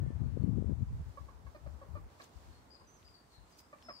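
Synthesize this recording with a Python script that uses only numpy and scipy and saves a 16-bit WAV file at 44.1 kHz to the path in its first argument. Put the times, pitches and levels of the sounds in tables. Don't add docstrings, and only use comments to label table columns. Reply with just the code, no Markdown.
import sys
import numpy as np
from scipy import signal
from scipy.fft import rfft, irfft
from scipy.io import wavfile
from scipy.ndimage import uniform_filter1d

SR = 44100
rng = np.random.default_rng(int(sys.argv[2]) if len(sys.argv) > 2 else 0)


def persist_wave(psi):
    counts = np.round(np.clip(psi, -1, 1) * 32767).astype(np.int16)
    wavfile.write(sys.argv[1], SR, np.atleast_2d(counts).T)


N = 176400
TIME = np.arange(N) / SR
FREQ = np.fft.rfftfreq(N, 1 / SR)


def amp(db):
    return 10 ** (np.asarray(db) / 20)


def evened(x):
    return x / np.sqrt(np.mean(x ** 2) + 1e-20)


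def read(points, hz):
    f, value = np.transpose(points)
    return np.interp(np.log(hz + 1), np.log(f + 1), value)


def balance(pan_db):
    return amp([[pan_db / 2], [-pan_db / 2]])


def add(mix, s, sound, pan_db=0):
    part = mix[:, max(round(s * SR), 0):][:, :len(sound)]
    part += balance(pan_db) * sound[:part.shape[1]]


def grid(size):
    hop = size // 4
    return np.arange(N // hop + 5)[:, None] * hop / SR, np.fft.rfftfreq(size, 1 / SR)


def spectra(t, hz):
    shape = (2, len(t), len(hz))
    return rng.standard_normal(shape) + 1j * rng.standard_normal(shape)


def sound_of(z, size):
    return signal.istft(z.swapaxes(1, 2), nperseg=size, noverlap=size - size // 4)[1][:, :N]


def swell(t, middle, length):
    return 2 ** (-2 * ((t - middle) / length) ** 2)


def filtered(noise, gain):
    return evened(irfft(rfft(noise) * gain, N))


def left_first(x, lead_s):
    return np.array([x[0], irfft(rfft(x[1]) * np.exp(-2j * np.pi * FREQ * lead_s), N)])


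def garden(x, t60, gap_s):
    t = np.arange(SR // 2) / SR
    taps = rng.standard_normal((2, len(t))) * (rng.random((2, len(t))) < .04) * (t > gap_s)
    taps = taps * np.exp(-np.log(1000) * t / t60)
    return signal.fftconvolve(x, taps / np.linalg.norm(taps, axis=1, keepdims=True), axes=1)[:, :N]


# frequency in Hz, left and right relative density in dB per Hz.
AIR = [(19.8, -41, -26), (41.7, 8.5, 0), (67, -2, 0.5), (145, -8, -6), (244, -9, -4), (507, -11.5, -8),
       (1024, -11, -7), (1506, -16.5, -14), (2800, -23, -24), (4300, -24, -30.5), (8120, -29.5, -26.5),
       (10600, -35, -34), (15100, -37, -36.5)]
# time in seconds, relative level of the low hum in dB, of the treble in dB.
AIR_LEVEL = [(0, 6, 2.5), (.8, 3.5, 2), (1.15, 5, -3), (1.5, 4.5, -6.5), (2.1, 6, -2.5), (2.7, 3.5, 3),
             (3.3, 0.5, 3.5), (4, 2.5, 5)]
# frequency in Hz, left-right correlation from -1 to 1.
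SAME = [(60, 0.79), (250, 0.97), (640, 0.19), (1400, -0.12), (4000, 0.019)]
AIR_DB = -60.5


def air(patchy_db=1.0, split_hz=3000):
    t, hz = grid(size=1024)
    z = spectra(t, hz)
    same = np.clip(read(SAME, hz), -1, 1)
    z[1] = same * z[0] + np.sqrt(1 - same ** 2) * z[1]
    table = np.array(AIR)
    colour = np.array([read(table[:, [0, port]], hz) for port in (1, 2)])[:, None]
    s, low, high = np.transpose(AIR_LEVEL)
    treble = hz ** 2 / (hz ** 2 + split_hz ** 2)
    over_time = uniform_filter1d(rng.standard_normal(z.shape[1:]), size=12, axis=0)
    patches = evened(uniform_filter1d(over_time, size=10, axis=1))
    level = np.interp(t, s, low) * (1 - treble) + np.interp(t, s, high) * treble
    level = level + patchy_db * patches
    return amp(AIR_DB) * evened(sound_of(z * amp(colour + level), size=1024))


# start in seconds, length in seconds, first, turning and last pitch in Hz,
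# share of the note before the turn from 0 to 1, level in dB before flutter, left minus right in dB.
BIRD_NOTES = [(0, 0.083, 1780, 1775, 1780, .5, -74, 10), (0.052, 0.044, 2080, 2070, 2060, .5, -74.5, -6),
              (0.234, 0.069, 4450, 4300, 4400, .5, -83, 13), (0.377, 0.064, 4400, 4330, 4330, .5, -81, 9),
              (2.519, 0.08, 4410, 4310, 4280, 0.52, -75.5, 12.5),
              (2.7, 0.076, 4730, 4980, 3800, .68, -66, 14),
              (2.864, 0.061, 6030, 6040, 6480, 0.54, -70, -10),
              (2.919, 0.067, 6250, 6480, 5350, .33, -70.5, -3),
              (3.042, 0.048, 5050, 4780, 5010, 0.49, -65, 7.5),
              (3.132, 0.05, 4750, 4555, 4634, 0.3, -64.5, 10),
              (3.30, 0.047, 4460, 4410, 4500, 0.56, -71.5, 9),
              (3.331, 0.057, 4000, 4115, 3960, 0.41, -67.5, 9),
              (3.497, 0.047, 6400, 6460, 6700, 0.5, -78, -8),
              (3.517, 0.029, 5200, 4720, 3620, 0.62, -67, 7),
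              (3.543, 0.029, 5600, 5780, 5600, 0.4, -72.5, 2), (3.583, .024, 5150, 5050, 4980, .5, -64, 11),
              (3.824, 0.053, 5400, 5290, 5220, 0.27, -63, 0.5),
              (3.882, .102, 5280, 4916, 4500, 0.54, -57.5, 9.5)]
# time in seconds, depth of the sinusoidal pitch swing in Hz.
BUZZ = [(.05, 4), (.25, 60), (2.7, 48), (2.9, 35), (3.05, 106), (3.35, 120), (3.55, 100), (3.82, 12)]
BIRD_TRILL_HZ = 129.8
BIRD_EDGE_S, BIRD_FLUTTER_DB = 0.011, 3
BIRD_LEAD_S = 0.000348
BIRD_ECHO_DB, BIRD_T60 = -2.5, 0.43


def birds():
    out = np.zeros((2, N))
    for start, length, first, turning, last, share, db, pan_db in BIRD_NOTES:
        t = np.arange(0, length, 1 / SR)
        u, share = t / length, np.clip(share, .1, .9)
        after_turn = np.maximum(u - share, 0) / (1 - share)
        hz = np.interp(u, [0, share], [first, turning]) + (last - turning) * after_turn ** 1.4
        smooth = uniform_filter1d(rng.standard_normal((2, 16384)), size=150)
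        waver, flutter = evened(uniform_filter1d(smooth, size=100))[:, :len(t)]
        edges = np.minimum(np.minimum(t, length - t) / BIRD_EDGE_S, 1)
        trill = np.sin(2 * np.pi * BIRD_TRILL_HZ * t + flutter)
        buzz = np.interp(start, *np.transpose(BUZZ)) * (trill + .5 * waver)
        whistle = np.sin(2 * np.pi * np.cumsum(hz + buzz) / SR)
        add(out, start, amp(db) * edges * amp(BIRD_FLUTTER_DB * flutter) * whistle, pan_db)
    return left_first(out, BIRD_LEAD_S) + amp(BIRD_ECHO_DB) * garden(out, BIRD_T60, gap_s=0.0088)


# middle in seconds, length in seconds, left and right level in dB before flicker.
GUSTS = [(-0.01, .2, -29, -40.5), (0.23, 0.075, -28.5, -43.5), (0.501, 0.33, -27.5, -52.5),
         (0.702, 0.036, -27.5, -48), (0.817, 0.041, -30.5, -39.5), (0.926, 0.076, -36.5, -33.5),
         (1.0, 0.026, -36, -33.5), (1.077, 0.052, -39.5, -55), (1.223, 0.029, -37.5, -67),
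         (1.328, 0.26, -47, -59.5), (1.464, 0.049, -43.5, -56), (1.695, 0.095, -38, -54.5),
         (1.945, 0.11, -38.5, -57), (2.032, 0.043, -51, -42.5), (2.36, 0.031, -44.5, -69),
         (2.49, 0.11, -47.5, -53.5), (2.833, 0.05, -53, -78), (3.074, 0.052, -57.5, -61),
         (3.399, 0.038, -46.5, -65)]
WIND_LOW_HZ, WIND_CORNER_HZ = 56, 160.4
WIND_BRIGHTEN, WIND_SLOPE = 0.59, 3.1
WIND_FLICKER_DB = 2


def wind():
    t, hz = grid(size=2048)
    power = sum((amp([[left], [right]]) * swell(TIME, s, length)) ** 2 for s, length, left, right in GUSTS)
    force = np.sqrt(power + 1e-10)
    slow = np.array([np.interp(t, TIME, port) for port in force])
    corner = WIND_CORNER_HZ * (slow / slow.max()) ** WIND_BRIGHTEN
    above, below = (hz / corner) ** (2 * WIND_SLOPE), (WIND_LOW_HZ / (hz + 1)) ** 9
    colour = 1 / np.sqrt((1 + above) * (1 + below))
    colour /= np.linalg.norm(colour, axis=2, keepdims=True)
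    rumble = sound_of(spectra(t, hz) * colour, size=2048)
    window = signal.get_window("hann", 6000)[None] / 3000
    rumble /= np.sqrt(signal.oaconvolve(rumble ** 2, window, "same") + 1e-20)
    blur = signal.get_window("hann", Nx=1024)[None]
    flicker = evened(signal.oaconvolve(rng.standard_normal((2, N)), blur, "same"))
    return rumble * force * amp(WIND_FLICKER_DB * (flicker - 1.0))


# time in seconds, peak of the push in dB, its pitch in Hz.
BUFFETS = [(0.034, -36.5, 341), (.064, -36, 300), (0.106, -28, 224), (0.3735, -26.5, 322),
           (0.438, -22, 190), (0.445, -20, 144), (.478, -21.5, 220), (0.4919, -17.5, 137),
           (0.572, -21, 171), (0.577, -29, 310), (0.5846, -25.5, 258), (.624, -30.5, 338),
           (0.645, -28, 244), (0.696, -30.5, 313), (0.722, -32.5, 270), (0.831, -20.5, 95)]


def buffets(puff_db=-15, puff_s=0.0058, puff_reach=1.57):
    out = np.zeros((2, N))
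    for s, db, hz in BUFFETS:
        u = (np.pi * hz * (TIME - s)) ** 2
        push = rng.choice([-1, 1]) * (1 - 2 * u) * np.exp(-np.minimum(u, 50))
        puff = filtered(rng.standard_normal(N), FREQ / (1 + (FREQ / (puff_reach * hz)) ** 6))
        out[0] += amp(db) * (push + amp(puff_db) * swell(TIME, s, puff_s) * puff)
    return out


# middle in seconds, length in seconds, level in dB,
# tilt above 1 kHz in dB per octave, left minus right in dB.
RUSTLES = [(1.17, 0.4, -72.5, -0.5, 2.5), (1.518, 0.11, -73.5, -0.5, 0), (1.7, 0.21, -73, -0.5, 1),
           (1.948, 0.21, -74.5, 2.5, 0.5), (2.14, 0.074, -71, -2, 3), (2.232, 0.049, -61.5, -3, 4),
           (2.43, .26, -69, -2, 0.5), (3.05, 0.15, -75, -2, 2), (3.338, 0.043, -71.5, -1, -2),
           (3.523, 0.066, -71.5, -2, 3), (3.595, 0.025, -62.5, 2, -5), (3.822, 0.052, -70.5, -4, 5)]
# frequency in Hz, relative level in dB.
GRASS = [(200, 2), (900, -3), (2000, -4), (4500, 2), (7500, -1.5), (10500, -7), (15000, -6)]
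GRASS_SNAPS_PER_S, GRASS_SPREAD_DB, GRASS_HISS = 4000, 5, 1
# start in seconds, peak in dB, upper edge of the ring's band in Hz,
# left minus right in dB.
SNAPS = [(3.029, -58, 3780, 11), (3.085, -58, 3800, 7), (3.6033, -57, 1700, 0), (3.786, -58, 3800, 8),
         (3.8251, -53, 3900, 8)]
SNAP_DECAY_S = 0.00067


def grass():
    out = np.zeros((2, N))
    for s, length, db, tilt_db, pan_db in RUSTLES:
        hits = rng.random((2, N)) < GRASS_SNAPS_PER_S / SR
        grains = hits * amp(GRASS_SPREAD_DB * np.minimum(rng.exponential(1, (2, N)), 4))
        drive = evened(grains) + GRASS_HISS * rng.standard_normal((2, N))
        tilt = tilt_db * np.log2(np.maximum(FREQ, 1000) / 1000)
        colour = amp(read(GRASS, FREQ) + tilt) * (FREQ > 100)
        out += amp(db) * balance(pan_db) * swell(TIME, s, length) * filtered(drive, colour)
    t = np.arange(512) / SR
    for s, db, ring_hz, pan_db in SNAPS:
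        band = signal.butter(2, [ring_hz / 2, ring_hz], "band", fs=SR)
        snap = signal.lfilter(*band, rng.standard_normal(len(t)) * np.exp(-t / SNAP_DECAY_S))
        add(out, s, amp(db) * snap / abs(snap).max(), pan_db)
    return out


# middle in seconds, length in seconds, centre in Hz,
# level in dB, left minus right in dB.
SWISHES = [(2.219, 0.0072, 4400, -63, 15), (2.2405, .007, 6940, -63.5, -9), (2.241, 0.01, 13000, -73, -6),
           (3.591, .006, 6200, -63.5, -4), (3.61, 0.0034, 13300, -67, -8)]


def swishes(width=0.24):
    out = np.zeros((2, N))
    for s, length, centre, db, pan_db in SWISHES:
        hiss = filtered(rng.standard_normal((2, N)), swell(FREQ, centre, width * centre))
        out += amp(db) * balance(pan_db) * swell(TIME, s, length) * hiss
    return out


# middle in seconds, length in seconds, pitch in Hz, level in dB.
BUMPS = [(3.868, .03, 245, -60)]


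def bump():
    return sum(amp(db) * swell(TIME, s, length) * np.sin(2 * np.pi * hz * TIME)
               for s, length, hz, db in BUMPS)


# start in seconds, length in seconds, mid pitch in Hz, share of pitch lost,
# level in dB, second harmonic gain in dB, higher harmonics gain in dB, crack from 0 to 1,
# squeak in dB against the body, left minus right in dB.
CLUCKS = [(1.172, 0.017, 562, 0.031, -49, 12.5, 2, .15, -35, -6),
          (1.284, 0.013, 550, .1, -55.5, 12, 4.5, 0, -38, -7),
          (1.465, 0.014, 544, .08, -57.5, 12, 11.5, 0.3, -31.5, -6),
          (1.546, 0.023, 604, 0.051, -53, -3, -0.5, 0.7, -22.5, -4.5),
          (1.661, 0.017, 576, 0.3, -51.5, -6.5, -5.5, 0.76, -29, -3),
          (1.814, 0.025, 556, 0.12, -52.5, 3, -5, 0.1, -32, 0),
          (1.952, 0.027, 591, 0.042, -49.5, 6, -1.5, 0.72, -33, -4),
          (2.197, .015, 576, 0.18, -53.5, 6, 11, 1, -23, -4.5),
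          (2.809, .015, 515, 0.09, -61, 12.5, 0, .1, -28, 2),
          (3.728, .015, 589, 0.07, -50.5, 7, 5, 0.5, -31, -1),
          (3.8842, .015, 650.6, 0.18, -46, 3.5, 3, 0.98, -28, 0),
          (3.8967, 0.017, 577, 0.15, -49, 7.5, 4, 0.46, -29, -3.5)]
# frequency in Hz, gain of a harmonic there in dB.
THROAT = [(280, 8.5), (400, -4), (550, 7.5), (850, 0.5), (1200, 0), (1420, -1.5), (1750, -8), (2350, -10.5),
          (2900, -26), (6500, -62)]
CLUCK_RISE_S, CLUCK_FALL_S = 0.0023, 0.002
CLUCK_ARCH, CLUCK_JITTER, CLUCK_RASP = 0.026, 0.014, 0.1
CRACK_AT, CRACK_S = 0.59, 0.0031
SQUEAK_HZ, SQUEAK_WIDTH_HZ = 4370, 380
FERRET_LEAD_S = 0.00021
CLUCK_ECHO_DB, CLUCK_T60 = -7.5, 0.15


def ferret():
    out = np.zeros((2, N))
    for start, length, pitch, sag, db, second_db, upper_db, crack, squeak_db, pan_db in CLUCKS:
        t = np.arange(0, length, 1 / SR)
        u, noise = t / length, rng.standard_normal((2, 4096))
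        jitter = evened(uniform_filter1d(noise[0], size=60))[:len(t)]
        arch = CLUCK_ARCH * (np.sin(np.pi * u) - np.pi / 4)
        hz = pitch * (1 - sag * (u - .5) + arch + CLUCK_JITTER * jitter)
        turn = 2 * np.pi * np.cumsum(hz) / SR

        def partial(k):
            return amp(read(THROAT, k * hz)) * np.cos(k * turn)

        cracked = min(crack, 1) * np.clip((t - CRACK_AT * length) / CRACK_S, 0, 1)
        upper = sum(partial(k) for k in range(3, 11))
        voice = (1 - cracked) * partial(0.99) + amp(second_db) * partial(2) + amp(upper_db) * upper
        halves = sum(partial(k + .5) for k in range(5))
        throat = amp(read(THROAT, np.fft.rfftfreq(noise.shape[1], 1 / SR)))
        rasp = evened(irfft(rfft(noise[1]) * throat))[:len(t)]
        body = evened(voice + 0.68 * cracked * halves) + CLUCK_RASP * rasp
        squeak = evened(sum(swell(k * hz, SQUEAK_HZ, 2 * SQUEAK_WIDTH_HZ) * np.cos(k * turn)
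                            for k in range(6, 12)))
        edges = np.minimum(t / CLUCK_RISE_S, 1) * np.minimum((length - t) / CLUCK_FALL_S, 1)
        add(out, start, amp(db) * edges * (body + amp(squeak_db) * squeak), pan_db)
    return left_first(out, FERRET_LEAD_S) + amp(CLUCK_ECHO_DB) * garden(out, CLUCK_T60, gap_s=.004)


def scene():
    return air() + birds() + wind() + buffets() + grass() + swishes() + bump() + ferret()


LOW_CUT_HZ, EDGE_HZ = 54.2, 15700


def record(dry):
    high_pass = signal.butter(6, LOW_CUT_HZ, "high", fs=SR, output="sos")
    low_pass = signal.firwin(1023, EDGE_HZ, window=("kaiser", 9), fs=SR)
    return signal.oaconvolve(signal.sosfilt(high_pass, dry), low_pass[None], "same")


dry = scene()
out = record(dry)
persist_wave(out)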